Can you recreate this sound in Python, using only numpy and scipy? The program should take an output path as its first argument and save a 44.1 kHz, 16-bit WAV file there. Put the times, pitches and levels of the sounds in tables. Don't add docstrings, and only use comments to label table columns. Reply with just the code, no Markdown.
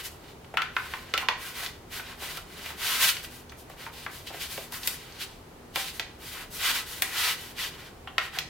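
import sys
import numpy as np
from scipy import signal
from scipy.fft import rfft, irfft, next_fast_len
from scipy.io import wavfile
from scipy.ndimage import uniform_filter1d, map_coordinates

SR = 44100
rng = np.random.default_rng(int(sys.argv[2]) if len(sys.argv) > 2 else 0)


def transcribe(signal):
    frames = np.atleast_2d(signal).T
    limited = np.clip(frames, -1, 1)
    pcm = np.round(limited * 32767).astype(np.int16)
    wavfile.write(sys.argv[1], SR, pcm)


N = 374409


def amp(db):
    return 10 ** (np.asarray(db) / 20)


def unit(x):
    return x / np.sqrt(np.mean(x ** 2) + 1e-20)


def along(points, hz):
    points_hz, values = np.transpose(points)
    return np.interp(np.log(hz + 1), np.log(points_hz + 1), values)


def wobble(knots_per_s):
    knots = rng.standard_normal(int(N * knots_per_s / SR) + 4)
    return map_coordinates(knots, [np.arange(N) * knots_per_s / SR])


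def filtered(x, response):
    size = next_fast_len(N + SR // 2)
    return irfft(rfft(x, size) * response(np.fft.rfftfreq(size, 1 / SR)), size)[..., :N]


def minimum_phase(gain):
    cepstrum = irfft(np.log(np.maximum(gain, 1e-6)))
    half = len(cepstrum) // 2
    return np.exp(rfft(np.r_[cepstrum[0], 2 * cepstrum[1:half]], len(cepstrum)))


def spread(pair, coherence, hz):
    angle = np.arccos(np.clip(along(coherence, hz), -1, 1)) / 2
    mid, side = pair[0] * np.cos(angle), pair[1] * np.sin(angle)
    return np.array([mid + side, mid - side])


def stereo_noise(spectrum, coherence, grain=1):
    size = next_fast_len(N + SR // 2)
    hz = np.fft.rfftfreq(size, 1 / SR)
    pair = rfft(rng.standard_normal((2, N)) * grain, size) * amp(along(spectrum, hz))
    return unit(irfft(spread(pair, coherence, hz), size)[:, :N])


# start in seconds, length in seconds, relative rub level in dB, relative
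# fibre hiss level in dB, sharpness (edge over finger pad) in dB, growth over the stroke in dB.
HAND_STROKES = [(0.0, 0.016, -31, -41, 1, -4), (0.042, 0.032, -36.5, -37.5, -1, 1.5),
                (0.217, .11, -50, -63, 3, 6), (0.76, 0.27, -43.5, -53.5, -1, -1),
                (1.05, 0.16, -47.5, -64, 0, 2), (1.198, 0.032, -32, -44.5, -14, -3),
                (1.404, 0.14, -39.5, -46.5, -4, -5), (1.545, .135, -35.5, -43, -0.5, 2.5),
                (1.924, 0.088, -37, -43.5, 0, -3), (2.038, 0.11, -40.5, -55, -2.5, -1),
                (2.204, 0.2, -37.5, -45, 0, -4.5), (2.469, 0.258, -43, -53, 0.5, 14.5),
                (2.786, 0.092, -33, -40, 1, 1.5), (2.846, 0.18, -27.5, -34.5, 1.5, -8),
                (3.001, 0.1, -21, -26, 4, 4), (3.13, 0.087, -45, -54, -1, -3),
                (3.235, 0.02, -38, -38.5, -2, -2), (3.317, 0.099, -50.5, -51.5, 1, -4),
                (3.582, 0.036, -62, -50, 3, 0), (3.703, 0.028, -46.5, -57, 3, -3),
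                (3.786, 0.1, -42.5, -52.5, -1, -2), (3.936, 0.14, -43, -52, 8, -3),
                (4.119, 0.15, -47.5, -52, 4, -10), (4.27, 0.042, -38, -50, 13, -5),
                (4.335, 0.054, -39, -47.5, -1, 0), (4.399, 0.068, -33, -40, 6.5, 0),
                (4.495, 0.17, -42, -44.5, 3, -8), (4.729, .06, -37.5, -40.5, -8, -5),
                (4.815, 0.14, -41.5, -41, -4, 1.5), (4.966, 0.29, -47.5, -59.5, 3, -4),
                (5.2, 0.036, -29, -38, 8, 5), (5.276, 0.046, -50, -68, 7, -2.5),
                (5.766, .08, -30, -37.5, 6.5, -3), (5.851, 0.059, -34.5, -44, 10, 0),
                (5.939, 0.04, -43.5, -44, -1, 1), (6.213, 0.14, -41.5, -45.5, -1, 8.5),
                (6.342, 0.11, -38, -48, -3.5, -3.5), (6.521, 0.073, -45, -40.5, -8, 3),
                (6.613, .19, -25.5, -34, 2.5, -3), (6.875, 0.16, -42, -44.5, 1, -7.5),
                (7.038, 0.091, -39, -45, -3, -4), (7.131, 0.19, -25.5, -34, 2, 6),
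                (7.382, 0.15, -44, -49.5, 0.5, -4), (7.576, 0.1, -30, -40.5, 4, 4.5),
                (7.721, 0.17, -45.5, -59, -2, 4.5), (8.213, 0.058, -36, -50, -3, 0.5),
                (8.324, 0.059, -36.5, -51, -3, 7)]


def hands(attack_s=0.0057, release_s=0.0088, settle_db=-16, settle_t60_s=0.47):
    rest_rub_db, rest_hiss_db = -68, -82
    t = np.linspace(0, N / SR, 4000)
    start_s, length_s, rub_db, hiss_db, sharp_db, growth_db = np.transpose(HAND_STROKES)[:, :, None]
    age_s = t - start_s
    ease_s = 0.053 * length_s
    rise = (1 + np.tanh(age_s / (2 * (attack_s + ease_s)))) / 2
    fall = (1 - np.tanh((age_s - length_s) / (2 * (release_s + ease_s)))) / 2
    settle = amp(settle_db - 60 * np.maximum(age_s - length_s, 0) / settle_t60_s)
    progress = np.clip(age_s / length_s, 0, 1)
    motion = rise * np.maximum(fall, settle) * amp(growth_db * (progress - 0.5))
    stroke_power = (motion * amp(rub_db)) ** 2
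    rub_power = stroke_power.sum(0) + amp(rest_rub_db) ** 2
    hiss_power = ((motion * amp(hiss_db)) ** 2).sum(0) + amp(rest_hiss_db) ** 2
    mean_sharp_db = (stroke_power * sharp_db).sum(0) / rub_power
    controls = 10 * np.log10(rub_power), 10 * np.log10(hiss_power), mean_sharp_db
    return [np.interp(np.arange(N) / SR, t, control) for control in controls]


# frequency in Hz, relative density in dB.
RUB_SPECTRUM = [(200, -31), (450, -14), (780, -9.5), (1000, -4), (1600, 1), (3000, 2), (4200, -1),
                (6000, -9.5), (9000, -16), (16000, -49)]
HISS_SPECTRUM = [(1000, -40), (3000, 2.5), (5000, 2.5), (7000, 0), (10500, 1.5), (13000, 2.5), (15500, 0),
                 (17000, -15.5)]
# frequency in Hz, left-right coherence.
PAPER_COHERENCE = [(300, 1), (1200, 0.9), (2400, 0.76), (4500, 0.51), (13000, 0.51)]


def sliding(rub_db, hiss_db, sharp_db, split_hz=2500):
    pressure_db = 1.23 * wobble(45)
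    grain = amp(0.49 * wobble(1500))
    friction = stereo_noise(RUB_SPECTRUM, PAPER_COHERENCE, grain)
    pad = filtered(friction, lambda hz: 1 / (1 + (hz / split_hz) ** 6))
    edge_gain = amp(sharp_db + 1.04 * wobble(22))
    rub = (pad + edge_gain * (friction - pad)) / np.sqrt((1 + edge_gain ** 2) / 2)
    hiss = stereo_noise(HISS_SPECTRUM, PAPER_COHERENCE, grain) * amp([[0.73], [-0.73]])
    return amp(rub_db + pressure_db - 4) * rub + amp(hiss_db + pressure_db + 1.97) * hiss


# frequency in Hz, bandwidth in Hz, relative peak gain in dB.
SHEET_MODES = [(783, 50, 3), (980, 34, -2), (1033, 23, 4.5), (1293, 23, -4), (1457, 21, -2), (1537, 56, -4),
               (1607, 31, -24), (1958, 47, 2.5), (2324, 21, -3.5), (2420, 15, -5), (2970, 40, -3.5),
               (3240, 40, -24), (3790, 33, -9), (4650, 69, -11)]


def sheet_ring(x):
    def response(hz):
        return sum(amp(db) * 1j * hz * width_hz / (mode_hz ** 2 - hz ** 2 + 1j * hz * width_hz)
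                   for mode_hz, width_hz, db in SHEET_MODES)
    return filtered(x, response)


# frequency in Hz, T60 in seconds.
ROOM_T60 = [(300, 0.26), (1000, .36), (3000, 0.4), (7000, 0.38), (15000, 0.11)]


def room(x, early_db=4, early_s=0.0089, delay_s=0.004):
    coherence = [(300, 1.0), (1500, 0.8), (5000, 0.13)]
    colour_db = [(500, -1), (1400, 0.5), (3000, -3), (12000, 1.0)]
    hz, t, noise = signal.stft(rng.standard_normal((2, SR // 2)), SR, nperseg=256)
    noise = spread(noise, coherence, hz[:, None])
    fade_db = -60 * t / along(ROOM_T60, hz)[:, None] + early_db * np.exp(-t / early_s)
    tail = signal.istft(noise * amp(fade_db), SR, nperseg=256)[1]
    wet = signal.fftconvolve(x, tail / np.linalg.norm(tail[0]), axes=1)[:, :N]
    return filtered(wet, lambda f: np.exp(-2j * np.pi * f * delay_s) * amp(along(colour_db, f)))


# frequency in Hz, relative density in dB.
AIR_SPECTRUM = [(20, -20), (30, 1), (40, -4), (50, -3), (70, -1), (150, -4), (240, -9), (400, -4),
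                (560, -9.5), (900, -10), (1500, -17), (2500, -21), (6000, -28), (16000, -32.5)]
# frequency in Hz, left-right coherence.
AIR_COHERENCE = [(40, .998), (70, 1), (140, 0.91), (300, 0.76), (1000, 0.22), (5000, 0.048)]
# frequency in Hz, rms level in dB.
DRONE_TONES = [(41, -70), (73, -62), (112, -75), (158, -64), (244, -63)]


def ventilation():
    t = np.arange(N) / SR
    drone = np.zeros(N)
    for hz, db in DRONE_TONES:
        phase = 2 * np.pi * hz * t
        drone += amp(db) * unit(wobble(7) * np.sin(phase) + wobble(7) * np.cos(phase))
    return amp(-48.5) * stereo_noise(AIR_SPECTRUM, AIR_COHERENCE) + drone


def burst(colour_db, t60_s, attack_s, size=8192):
    t, hz = np.arange(size) / SR, np.fft.rfftfreq(size, 1 / SR)
    envelope = amp(-60 * t / t60_s) * (1 - np.exp(-t / attack_s))
    slips = rfft(rng.standard_normal((2, size)) * envelope)
    power = np.abs(uniform_filter1d(np.abs(slips) ** 2, size=70))
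    pair = slips * np.array([minimum_phase(amp(colour_db(hz)) / np.sqrt(p)) for p in power])
    pair /= np.linalg.norm(pair, axis=1, keepdims=True)
    return unit(irfft(spread(pair, PAPER_COHERENCE, hz))) * np.sqrt(0.006 * SR / size)


def facet_pop(pitch_hz, t60_s, attack_s, size=8192, highpass_order=2.69, lowpass_order=3.57):
    def hump_db(hz):
        ratio = (hz + 1) / pitch_hz
        bass_loss = 1 + (0.73 / ratio) ** (2 * highpass_order)
        treble_loss = 1 + (ratio / 1.545) ** (2 * lowpass_order)
        return -10 * np.log10(bass_loss * treble_loss)
    return burst(hump_db, t60_s, attack_s, size)


def add(track, start_s, sound):
    part = track[:, round(start_s * SR):][:, :sound.shape[1]]
    part += sound[:, :part.shape[1]]


def tick(pitch_hz):
    return facet_pop(pitch_hz, t60_s=0.036, attack_s=0.0002, size=1024)


# start in seconds, level in dB, pitch in Hz.
CREASE_TICKS = [(0.445, -51, 2200), (1.662, -32, 2900), (3.245, -38.5, 2400), (3.495, -46, 3550),
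                (4.832, -35, 3270), (5.122, -48, 3600)]


def crinkles(rub_db, max_per_s=20, trials=400):
    track = np.zeros((2, N))
    for start_s, db, pitch_hz in CREASE_TICKS:
        add(track, start_s, amp(db) * tick(pitch_hz))
    max_chance = max_per_s * N / SR / trials
    for position, draw, strength, pitch in rng.random((trials, 4)):
        effort_db = rub_db[int(position * N)]
        if draw < max_chance * np.clip((effort_db + 52) / 16, 0, 1):
            db = min(effort_db, -28) - 13.5 + 8 * strength ** 2
            add(track, position * N / SR, amp(db) * tick(1600 * 3 ** pitch))
    return track


# frequency in Hz, relative density in dB.
KNOCK_SPECTRUM = [(80, -24), (250, -17), (450, -1), (800, -4), (1300, -26), (4000, -35)]


def table_knock():
    return amp(-4) * burst(lambda hz: along(KNOCK_SPECTRUM, hz), t60_s=0.035, attack_s=0.0014)


def facet_ring(ring_hz, log_width=0.13):
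    def cluster_db(hz):
        return -20 * np.log10(1 + (np.log((hz + 1) / ring_hz) / log_width) ** 2)
    return burst(cluster_db, t60_s=0.068, attack_s=0.00054)


# start in seconds, relative level in dB, pleat ring in Hz.
FINGER_TAPS = [(0.5393, -32.5, 700), (1.627, -38.5, 1504), (2.222, -37.5, 1000), (4.303, -39.5, 777),
               (4.343, -36, 433), (5.771, -33, 780), (8.371, -38.5, 856)]


def taps():
    track = np.zeros((2, N))
    for start_s, db, ring_hz in FINGER_TAPS:
        click = facet_pop(pitch_hz=1530, t60_s=0.048, attack_s=0.00074)
        add(track, start_s, amp(db) * (table_knock() + amp(-9) * facet_ring(ring_hz) + amp(-7) * click))
    return track


# frequency in Hz, relative density in dB.
CRACK_SPECTRUM = [(800, -78), (3000, 3), (6000, 2.5), (10500, 5), (13000, 8.5), (16000, 5)]


def fibre_crack(t60_s, attack_s):
    return burst(lambda hz: along(CRACK_SPECTRUM, hz), t60_s, attack_s)


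# start in seconds, relative pop level in dB, pop pitch in Hz,
# crack level in dB, relative knock level in dB, facet ring in Hz, ring level in dB.
PLEAT_SNAPS = [(0.571, -15.5, 1710, -43, -40, 2870, -26), (0.583, -35, 1500, -59, -57, 1380, -24.5),
               (0.619, -20.5, 2150, -44, -58, 1450, -31.5), (0.7654, -16.5, 1620, -49, -41, 1520, -27.5),
               (0.9367, -24.5, 1690, -60.5, -51, 1050, -39.5), (1.138, -16.5, 2350, -41, -29, 1390, -27.5),
               (1.1768, -19.5, 2460, -36, -38, 2730, -26.5), (1.224, -31, 1130, -60, -46, 1010, -37.5),
               (1.2857, -13, 2150, -40, -29.5, 1056, -24), (1.997, -31, 1570, -55, -47, 1470, -42),
               (2.372, -32.5, 2760, -39, -44, 1320, -42), (2.66, -33, 2260, -43, -43, 2420, -39),
               (2.703, -34.5, 1450, -45, -52, 1500, -45), (3.1676, -29, 2370, -50, -50, 2890, -49.5),
               (3.5195, -39.5, 1560, -55, -49, 2960, -50), (3.6981, -43.5, 1340, -50, -41.5, 940, -56),
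               (3.8642, -32.5, 1460, -64, -60, 965, -42.5), (4.0632, -26, 1410, -62, -55, 1690, -41.5),
               (4.271, -35, 2810, -46, -53, 3000, -43), (4.5761, -30.5, 2040, -50.5, -33.5, 580, -38.5),
               (4.7223, -37, 2720, -39, -52, 1005, -44), (4.8735, -21, 2840, -20.5, -40.5, 3800, -38),
               (5.7582, -20, 2350, -32, -36, 983, -36.5), (5.9961, -20, 2550, -40, -38, 3230, -38),
               (7.0213, -17.5, 2340, -20, -38, 2040, -32), (8.073, -32, 1210, -66, -61, 2980, -39),
               (8.181, -13.5, 2070, -41.5, -33.5, 1480, -30), (8.3868, -18.5, 2820, -33.5, -52, 2700, -39)]


def snaps(firm_db=-17.5, firm_t60_s=0.017, db_per_doubling=24, strain_lead_s=0.003):
    track = np.zeros((2, N))
    for start_s, pop_db, pitch_hz, crack_db, knock_db, ring_hz, ring_db in PLEAT_SNAPS:
        t60_s = firm_t60_s * 2 ** ((firm_db - pop_db) / db_per_doubling)
        pop = amp(pop_db - 5.5) * facet_pop(pitch_hz, t60_s, attack_s=0.00049)
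        crack = amp(crack_db) * fibre_crack(t60_s=0.014, attack_s=0.0003)
        knock = amp(knock_db) * table_knock()
        ring = amp(ring_db) * facet_ring(ring_hz)
        strain = amp(crack_db - 15) * fibre_crack(t60_s=0.02, attack_s=0.002)
        add(track, start_s - strain_lead_s, strain)
        add(track, start_s, pop + crack + knock + ring)
        add(track, start_s + rng.uniform(0.0007, 0.00199), 0.2 * pop)
    return track


def scene():
    rub_db, hiss_db, sharp_db = hands()
    slide = sliding(rub_db, hiss_db, sharp_db)
    slide += amp(0.5) * sheet_ring(slide)
    pops = snaps() + taps() + crinkles(rub_db)
    pops += amp(-3) * sheet_ring(pops)
    reverb = amp(-3.5) * room(pops) + amp(-8.5) * room(slide)
    return slide + pops + reverb + ventilation()


def record(dry):
    return filtered(dry, lambda hz: hz < 16000)


dry = scene()
out = record(dry)
transcribe(out)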